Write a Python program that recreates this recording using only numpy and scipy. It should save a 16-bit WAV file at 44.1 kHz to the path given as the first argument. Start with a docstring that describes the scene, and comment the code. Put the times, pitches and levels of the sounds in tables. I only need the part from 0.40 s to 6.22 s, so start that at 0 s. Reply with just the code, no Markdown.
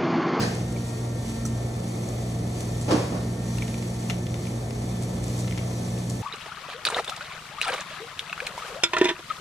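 """Coffee dispensed over ice.

A coffee machine hums, churns and hisses as it fills a plastic cup of ice, close to the microphone.
A small motor whines with a wandering pitch. The ice cracks, fizzes and clinks once in the coffee.
Farther off something heavy, like a door or a lid, bangs twice and the shop answers."""
import sys
import numpy as np
from scipy.fft import rfft, irfft, next_fast_len
from scipy.io import wavfile
from scipy.ndimage import map_coordinates

SR = 44100
rng = np.random.default_rng(int(sys.argv[2]) if len(sys.argv) > 2 else 0)


def materialize(psi):
    """Save the field psi as 16-bit PCM at rate SR to the path in sys.argv[1].

    A 1-D psi becomes a single channel; in a 2-D psi each row is a channel.
    """
    bounded = np.clip(np.atleast_2d(psi).T, -1, 1)
    quanta = np.round(bounded * 32767).astype(np.int16)
    wavfile.write(sys.argv[1], SR, quanta)


N = 256662

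# Noise spectra. Each row: frequency in Hz, relative density in dB.
RUMBLE_SPECTRUM = [(20, -21), (35, -23), (48, -3), (65, -4), (100, -4), (170, -1), (260, -2), (400, -11.5),
                   (900, -29.5), (2000, -84)]
CHURN_SPECTRUM = [(100, -65), (250, -9.5), (340, 1.5), (480, -2.5), (700, -0.5), (800, -7.5), (1000, -16.5),
                  (1250, -14), (1550, -24.5), (2200, -19), (5000, -76)]
HISS_SPECTRUM = [(300, -21), (1000, 5.5), (1550, -7.5), (1850, -2.5), (2300, -0.5), (2850, -3.5),
                 (3300, -2), (3900, -4), (4500, -1), (5300, -4.5), (5700, -1.5), (6300, -1), (6600, -4.5),
                 (7100, -3), (7500, -3.5), (8000, -2), (8400, -4.5), (9500, -6.5), (13300, -6.5),
                 (16000, -14)]
THUD_SPECTRUM = [(30, -26), (80, -15), (150, 0.5), (300, -1.5), (480, -2), (700, -3), (1100, -3.5),
                 (1400, -15), (1700, -31), (3000, -48), (8000, -57)]
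CLATTER_SPECTRUM = [(200, -20), (800, -2), (1600, 0), (2600, -1), (4000, -4.5), (5300, -2), (8000, -13.5),
                    (12000, -15), (16000, -50)]
CRACK_SPECTRUM = [(300, -2), (900, 6), (1500, -1), (2200, 9.5), (3000, 7.5), (4700, -2), (6000, 0),
                  (7300, -3.5), (8200, -11), (12000, -4.5), (16000, -22)]
FIZZ_SPECTRUM = [(1000, -20), (4000, -5), (6000, 0.5), (8000, 2), (10000, -4.5), (16000, -11.5)]
# Stereo width. Each row: frequency in Hz, side minus mid in dB.
STEREO_WIDTH = [(60, -40), (110, -23), (200, -43), (380, -9), (650, -2.5), (900, 2), (1250, -1.5),
                (1800, -4.5), (2400, 2.5), (2950, 3), (3500, -2), (4250, -4), (5050, 3), (5700, -6.5),
                (6700, -27), (7800, -8), (9800, -0.5), (12000, 5.5), (13500, 38)]
# Microphone balance. Each row: frequency in Hz, left minus right in dB.
MIC_BALANCE = [(130, 0), (330, -2.5), (550, 0.8), (1000, 3.1), (3000, 0)]

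# Blows within the two bangs. Each row: start in seconds, thud in dB, clatter in dB,
# thud rise in seconds, T60 in seconds, note in Hz, note in dB re the thud.
BLOWS = [(0, -28, -33.5, 0.0036, 0.77, 478, -8), (0.016, -27, -34, 0.0027, 0.24, 224.7, -7),
         (2.478, -23.5, -37, .009, 0.67, 590, -9), (2.506, -17.5, -27, .003, 0.11, 648, -5),
         (2.513, -24, -33, 0.0028, 0.073, 1060, -2.5), (2.523, -22, -39, 0.0043, 0.15, 307, 6.5),
         (2.527, -25, -46, 0.0025, 0.12, 465, 6), (2.54, -19.5, -43, 0.0026, 0.076, 242, 4),
         (2.586, -30.5, -49, .004, 0.34, 558, -4), (2.719, -27.5, -45, 0.0037, 0.15, 260, -2),
         (2.745, -29.5, -44, .003, 0.16, 590, -2.5)]
# Latch clacks. Each row: start in seconds, level in dB, T60 in seconds.
LATCH_CLACKS = [(0, -33, 0.37), (.028, -35.5, 0.3), (2.519, -39, .15)]
# Modes of the struck hollow body and the latch. Each row: frequency in Hz, width in Hz, gain in dB.
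BODY_RESONANCES = [(145, 23, 5), (220, 59, 3), (298, 34, 4), (450, 130, 3.5), (680, 120, -2),
                   (846, 23, -1.5), (1155, 18, -1), (1390, 29, 1), (1560, 20, 15)]
LATCH_RESONANCES = [(1270, 120, -9), (1590, 88, 0), (1830, 140, -7), (4100, 110, -8), (4870, 150, -6.5)]

# Mains and motor lines. Each row: frequency in Hz, level in dB, sway in dB.
HUM_LINES = [(46.9, -56.5, -1), (59.8, -46.5, 3.5), (73.8, -49.5, 3), (93.7, -44, 3), (119.37, -32, 1),
             (158.7, -49, 8.5), (301.3, -48.5, 2), (358.7, -53, 3.5)]
# Narrow noisy bands: panels shaken by the pump, and a buzz at the motor's shaft rate near 226 Hz. Each row:
# frequency in Hz, nominal width in Hz, level in dB.
NARROW_BANDS = [(119.7, 20, -42), (226.6, 13.3, -44.5), (507, 14, -51)]
# Pump under load. Each row: start in seconds, end in seconds, level in dB.
PUMP_LOADS = [(-.1, 0.498, -37), (1.347, 1.707, -36), (1.799, 2.456, -39), (2.7, 4.15, -36.5),
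              (4.4, 5.9, -36.5)]
# Motor whine. Each row: time in seconds, pitch in Hz.
WHINE_PITCH = [(0, 1797), (.22, 1810), (.4, 1856), (.52, 1843), (.68, 1855), (.86, 1789), (1.08, 1823),
               (1.4, 1756), (1.57, 1804), (1.66, 1742), (1.9, 1799), (2.1, 1759), (2.42, 1824),
               (2.64, 1754), (2.86, 1816), (3.08, 1814), (3.18, 1845), (3.3, 1810), (3.55, 1810),
               (3.85, 1765), (4.1, 1797), (4.87, 1756), (5.25, 1778), (5.55, 1751), (5.82, 1770)]
# Multiples of the shaft rate, and the gain of each in dB re the whine level.
MOTOR_ORDERS = (2, 4, 5, 6, 7, 8)
ORDER_GAINS_DB = [6, 1.5, -5.5, -3.5, -7, 1]
# Levels of motor, cabinet water and spout stream. Each row: time in seconds, relative level in dB.
WHINE_ENVELOPE = [(0, -58.5), (.6, -59), (1.1, -57), (1.5, -63), (2.3, -62), (3.2, -58.5), (3.9, -63),
                  (5.82, -61.5)]
CHURN_ENVELOPE = [(0, -44), (1.08, -47.5), (1.25, -43.5), (2.3, -45), (2.9, -46.5), (4.3, -45),
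                  (5.82, -45.5)]
HISS_ENVELOPE = [(.25, -53.5), (.85, -51.5), (1.2, -53.5), (2.35, -52), (2.9, -53.5), (3.25, -52),
                 (4.05, -53.5), (4.45, -52), (5.82, -52)]

# Air leaving the ice. Each row: start in seconds, level in dB, T60 in seconds.
AIR_SPURTS = [(.465, -45, 0.32), (.88, -43, 0.12), (1.053, -37.5, 0.15), (2.205, -34, 0.039),
              (2.41, -43.5, .26), (3.698, -35, .02), (4.624, -37.5, 0.079), (4.831, -41.5, .081),
              (4.978, -43, 0.4), (5.695, -40.5, 0.22)]
# Modes of two touching cubes. Each row: frequency in Hz, level in dB, T60 in seconds.
CUBE_MODES = [(1280, -37.5, 0.05), (5960, -29, 0.039), (8470, -39, 0.021), (15130, -46, .03)]
# Modes of the filled cup. Each row: frequency in Hz, level in dB re the knock.
CUP_RESONANCES = [(1351, -17), (2051, -12), (2805, -15), (3596, -16), (4156, -15.5), (5335, -16)]
# Ice cracks. Each row: start in seconds, relative level in dB, ring in Hz, ring offset in dB,
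# ring T60 in seconds.
ICE_CRACKS = [(.363, -39.5, 2280, 10.5, .04), (2.207, -30, 7750, -8, .03), (3.184, -23, 2700, -2, .016),
              (3.222, -26, 2270, 10, 0.023), (3.279, -29, 2130, -3, 0.041), (3.342, -27.5, 2350, 2, .015),
              (3.424, -27.5, 3500, -16, .03), (3.6985, -17, 2830, -5, 0.031), (3.703, -20, 3560, -4, .02),
              (3.867, -28.5, 3420, -4, 0.032), (3.942, -27.5, 2220, -5, .02), (4.053, -32, 3300, -5, .02),
              (4.068, -29, 2350, 0, 0.031), (4.307, -28, 2190, -8, .025), (5.044, -32.5, 2600, -4, .012),
              (5.075, -30, 2170, -2, .012), (5.0795, -31, 3950, 1, .014), (5.1097, -30, 3100, 1, .014),
              (5.1236, -33, 2130, 8, .014), (5.148, -35, 2240, -2, .014), (5.176, -26.5, 2150, 5, .011),
              (5.1806, -27, 3050, -3, .012), (5.190, -35, 2220, 4, 0.037), (5.576, -31.5, 2510, -3, .02)]


def amp(db):
    """Decibels to gain."""
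    return 10 ** (np.asarray(db) / 20)


def gain_at(spectrum, hz):
    """Gain from (Hz, dB) points on a log frequency axis."""
    knots_hz, db = np.transpose(spectrum)
    return amp(np.interp(np.log(hz + 1), np.log(knots_hz + 1), db))


def curve(points):
    """One value per sample from (seconds, value) points."""
    return np.interp(np.arange(N) / SR, *np.transpose(points))


def wobble(rate_hz):
    """Smooth random curve, rms near 1."""
    knots = rng.standard_normal(int(N * rate_hz / SR) + 4)
    return map_coordinates(knots, [np.arange(N) * rate_hz / SR])


def filtered(x, response):
    """Apply a frequency response."""
    size = next_fast_len(N + SR // 4)
    return irfft(rfft(x, size) * response(np.fft.rfftfreq(size, 1 / SR)), size)[..., :N]


def resonance(hz, centre_hz, width_hz):
    """Response of one damped mode."""
    return 1j * hz * width_hz / (centre_hz ** 2 - hz ** 2 + 1j * hz * width_hz)


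def ripple(hz, depth_db):
    """Nearby walls comb a spectrum into narrow peaks and dips."""
    knots = rng.standard_normal(1024)
    return amp(depth_db * map_coordinates(knots, [hz / 55], mode='mirror'))


def noise(response):
    """Stereo noise of rms 1: narrow in the bass, mostly wide above."""
    def mid_side(hz):
        angle = np.arctan(gain_at(STEREO_WIDTH, hz))
        return response(hz) * np.array([np.cos(angle), np.sin(angle)])
    mid, side = filtered(rng.standard_normal((2, N)), mid_side)
    stereo = np.array([mid + side, mid - side])
    return stereo / np.sqrt(np.mean(stereo ** 2) + 1e-20)


def rush(spectrum):
    """Stereo noise shaped by (Hz, dB) points."""
    return noise(lambda hz: gain_at(spectrum, hz))


def burst(start_s, t60_s, rise_s):
    """Envelope with exponential rise and decay."""
    age_s = np.maximum(np.arange(N) / SR - start_s, 0)
    return (1 - np.exp(-age_s / rise_s)) * np.exp(-np.log(1000) * age_s / t60_s)


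def tone(hz):
    """Sine of rms 1 along a pitch curve."""
    return np.sqrt(2) * np.sin(2 * np.pi * (np.cumsum(hz) / SR + rng.random()))


def bangs():
    """Each blow booms in a hollow body, rings one note and rattles; the shop's echo prolongs it."""
    def body(f):
        modes = (amp(db) * resonance(f, hz, width_hz) for hz, width_hz, db in BODY_RESONANCES)
        return np.sqrt(sum(np.abs(mode) ** 2 for mode in modes))
    boom = noise(lambda f: gain_at(THUD_SPECTRUM, f) * (0.87 + body(f)))
    clatter = noise(lambda f: gain_at(CLATTER_SPECTRUM, f) * ripple(f, depth_db=2.2))
    thud_power, clatter_power, notes = np.zeros((3, N))
    for start_s, thud_db, clatter_db, rise_s, t60_s, hz, note_db in BLOWS:
        strike = burst(start_s, t60_s, rise_s)
        thud_echo = 0.13 * burst(start_s, 0.71, 0.0062) ** 2
        clatter_echo = 0.28 * burst(start_s, 0.82, 0.0058) ** 2
        thud_power += amp(thud_db) ** 2 * (strike ** 2 + thud_echo)
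        clatter_power += amp(clatter_db) ** 2 * (burst(start_s, t60_s, rise_s / 2) ** 2 + clatter_echo)
        notes += amp(thud_db + note_db) * strike * tone(hz * (1 + 0.0296 * wobble(150)))
    pan_right = amp([[-0.8], [0.8]])
    return (np.sqrt(thud_power) * boom + notes) * pan_right + np.sqrt(clatter_power) * clatter


def latch():
    """Something hard, like a latch, clacks with the bangs and chatters in its own resonances."""
    def modes(f):
        return sum(amp(db) * np.abs(resonance(f, hz, width_hz)) ** 2
                   for hz, width_hz, db in LATCH_RESONANCES)
    clacks = sum(amp(db) * burst(start_s, t60_s, 0.0013) for start_s, db, t60_s in LATCH_CLACKS)
    return clacks * noise(modes)


def hum(pump_hz=180.4, idle_db=-47, ramp_s=0.05, pump_sway_db=1.5):
    """Mains-driven motors drone and shake the cabinet's panels; the pump swells under load."""
    lines = sum(amp(db + sway_db * wobble(6)) * tone(hz + 0.32 * wobble(2.966))
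                for hz, db, sway_db in HUM_LINES)
    t = np.arange(N) / SR
    load = sum(amp(db) * np.clip(np.minimum(t - start_s, end_s - t) / ramp_s, 0, 1)
               for start_s, end_s, db in PUMP_LOADS)
    pump_gain = np.maximum(load, amp(idle_db)) * amp(pump_sway_db * wobble(9.7))
    pump = pump_gain * tone(pump_hz + 0.5 * wobble(5.12))
    panels = sum(amp(db) * noise(lambda f: resonance(f, hz, 1.7 * width_hz) ** 2)
                 for hz, width_hz, db in NARROW_BANDS)
    return lines + pump + panels + amp(-38.5) * rush(RUMBLE_SPECTRUM)


def motor(whine_order=8, shaft_boost_db=19.5):
    """A small motor of wandering speed hums at its shaft rate and whines on the multiples."""
    level_db = curve(WHINE_ENVELOPE)
    shaft_hz = (curve(WHINE_PITCH) + 7 * wobble(12) + 3 * wobble(40)) / whine_order
    overtones = sum(amp(db + 1.7 * wobble(16)) * tone(order * shaft_hz)
                    for order, db in zip(MOTOR_ORDERS, ORDER_GAINS_DB))
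    shaft = amp(shaft_boost_db + 1.33 * wobble(9)) * tone(shaft_hz)
    return amp(level_db) * (overtones + shaft)


def brewing(sizzle_db_per_db=1.1):
    """Water churns in the cabinet; the spout hisses, with a whistling sizzle that grows with the flow."""
    flow_db = curve(HISS_ENVELOPE) + 0.95 * wobble(7.7)
    churn_gain = amp(curve(CHURN_ENVELOPE) + 5.5 + 0.91 * wobble(14))
    churn = noise(lambda f: gain_at(CHURN_SPECTRUM, f) * ripple(f, depth_db=1))
    hiss = noise(lambda f: gain_at(HISS_SPECTRUM, f) * ripple(2 * f, depth_db=2.83))
    sizzle = noise(lambda f: resonance(f, 5860, 810) ** 2 + resonance(f, 5955, 90) ** 2)
    sizzle_db = -15 + sizzle_db_per_db * (flow_db - flow_db.mean()) + 1.6 * wobble(5.07)
    grain_db = 0.74 * wobble(120)
    return churn_gain * churn + amp(flow_db + 9 + grain_db) * (hiss + amp(sizzle_db) * sizzle)


def fizz(tick_count=60):
    """Trapped air leaves the melting ice in spurts and tiny random ticks."""
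    spurts = sum(amp(db) * burst(start_s, t60_s, 0.00082) for start_s, db, t60_s in AIR_SPURTS)
    ticks = sum(amp(-47 + 6 * size) * burst(when * N / SR, 0.015, 0.0002)
                for when, size in rng.random((tick_count, 2)))
    flicker = amp(4.8 * wobble(600))
    return (spurts + ticks) * flicker * rush(FIZZ_SPECTRUM)


def clink(start_s=1.0525, blur_hz=130):
    """Two cubes touch and ring with a short, dry, bright note."""
    return sum(amp(db) * burst(start_s, t60_s, 0.0005) * tone(hz + blur_hz * wobble(900))
               for hz, db, t60_s in CUBE_MODES)


def ice_cracks(snap_t60_s=0.011, cup_t60_s=0.031, max_settle_s=0.058):
    """A cube snaps, sounds its own brief note, rings the cup, leaves a faint echo and settles."""
    snaps, knocks, echoes, settling, rings = np.zeros((5, N))
    waits_s = max_settle_s * rng.random(len(ICE_CRACKS))
    for (start_s, db, hz, ring_db, t60_s), wait_s in zip(ICE_CRACKS, waits_s):
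        snaps += amp(db - 1.5) * burst(start_s, snap_t60_s, 0.00051)
        knocks += amp(db - 7.5) * burst(start_s, cup_t60_s, 0.00035)
        echoes += amp(db - 23.5) * burst(start_s, 0.25, 0.004)
        settling += amp(db - 17) * burst(start_s + wait_s, 0.016, 0.00046)
        note = tone(hz * (1 + 0.027 * wobble(700)))
        rings += amp(db + ring_db - 9) * burst(start_s, t60_s, 0.00042) * note
    cup = sum(amp(db + wobble(18)) * tone(hz * (1 + 0.015 * wobble(500))) for hz, db in CUP_RESONANCES)
    crackle = (snaps + echoes + settling) * amp(-0.5) * rush(CRACK_SPECTRUM)
    pan_left = amp([[0.8], [-0.8]])
    return (crackle + knocks * cup + rings) * pan_left


def scene():
    """The machine, the shop and the cup."""
    return hum() + motor() + brewing() + bangs() + latch() + ice_cracks() + clink() + fizz()


def record(dry, top_hz=15800):
    """Two band-limited microphones, slightly different in colour."""
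    half_each_way = np.array([[0.5], [-0.5]])
    return filtered(dry, lambda hz: gain_at(MIC_BALANCE, hz) ** half_each_way * (hz < top_hz))


dry = scene()
out = record(dry)
materialize(out)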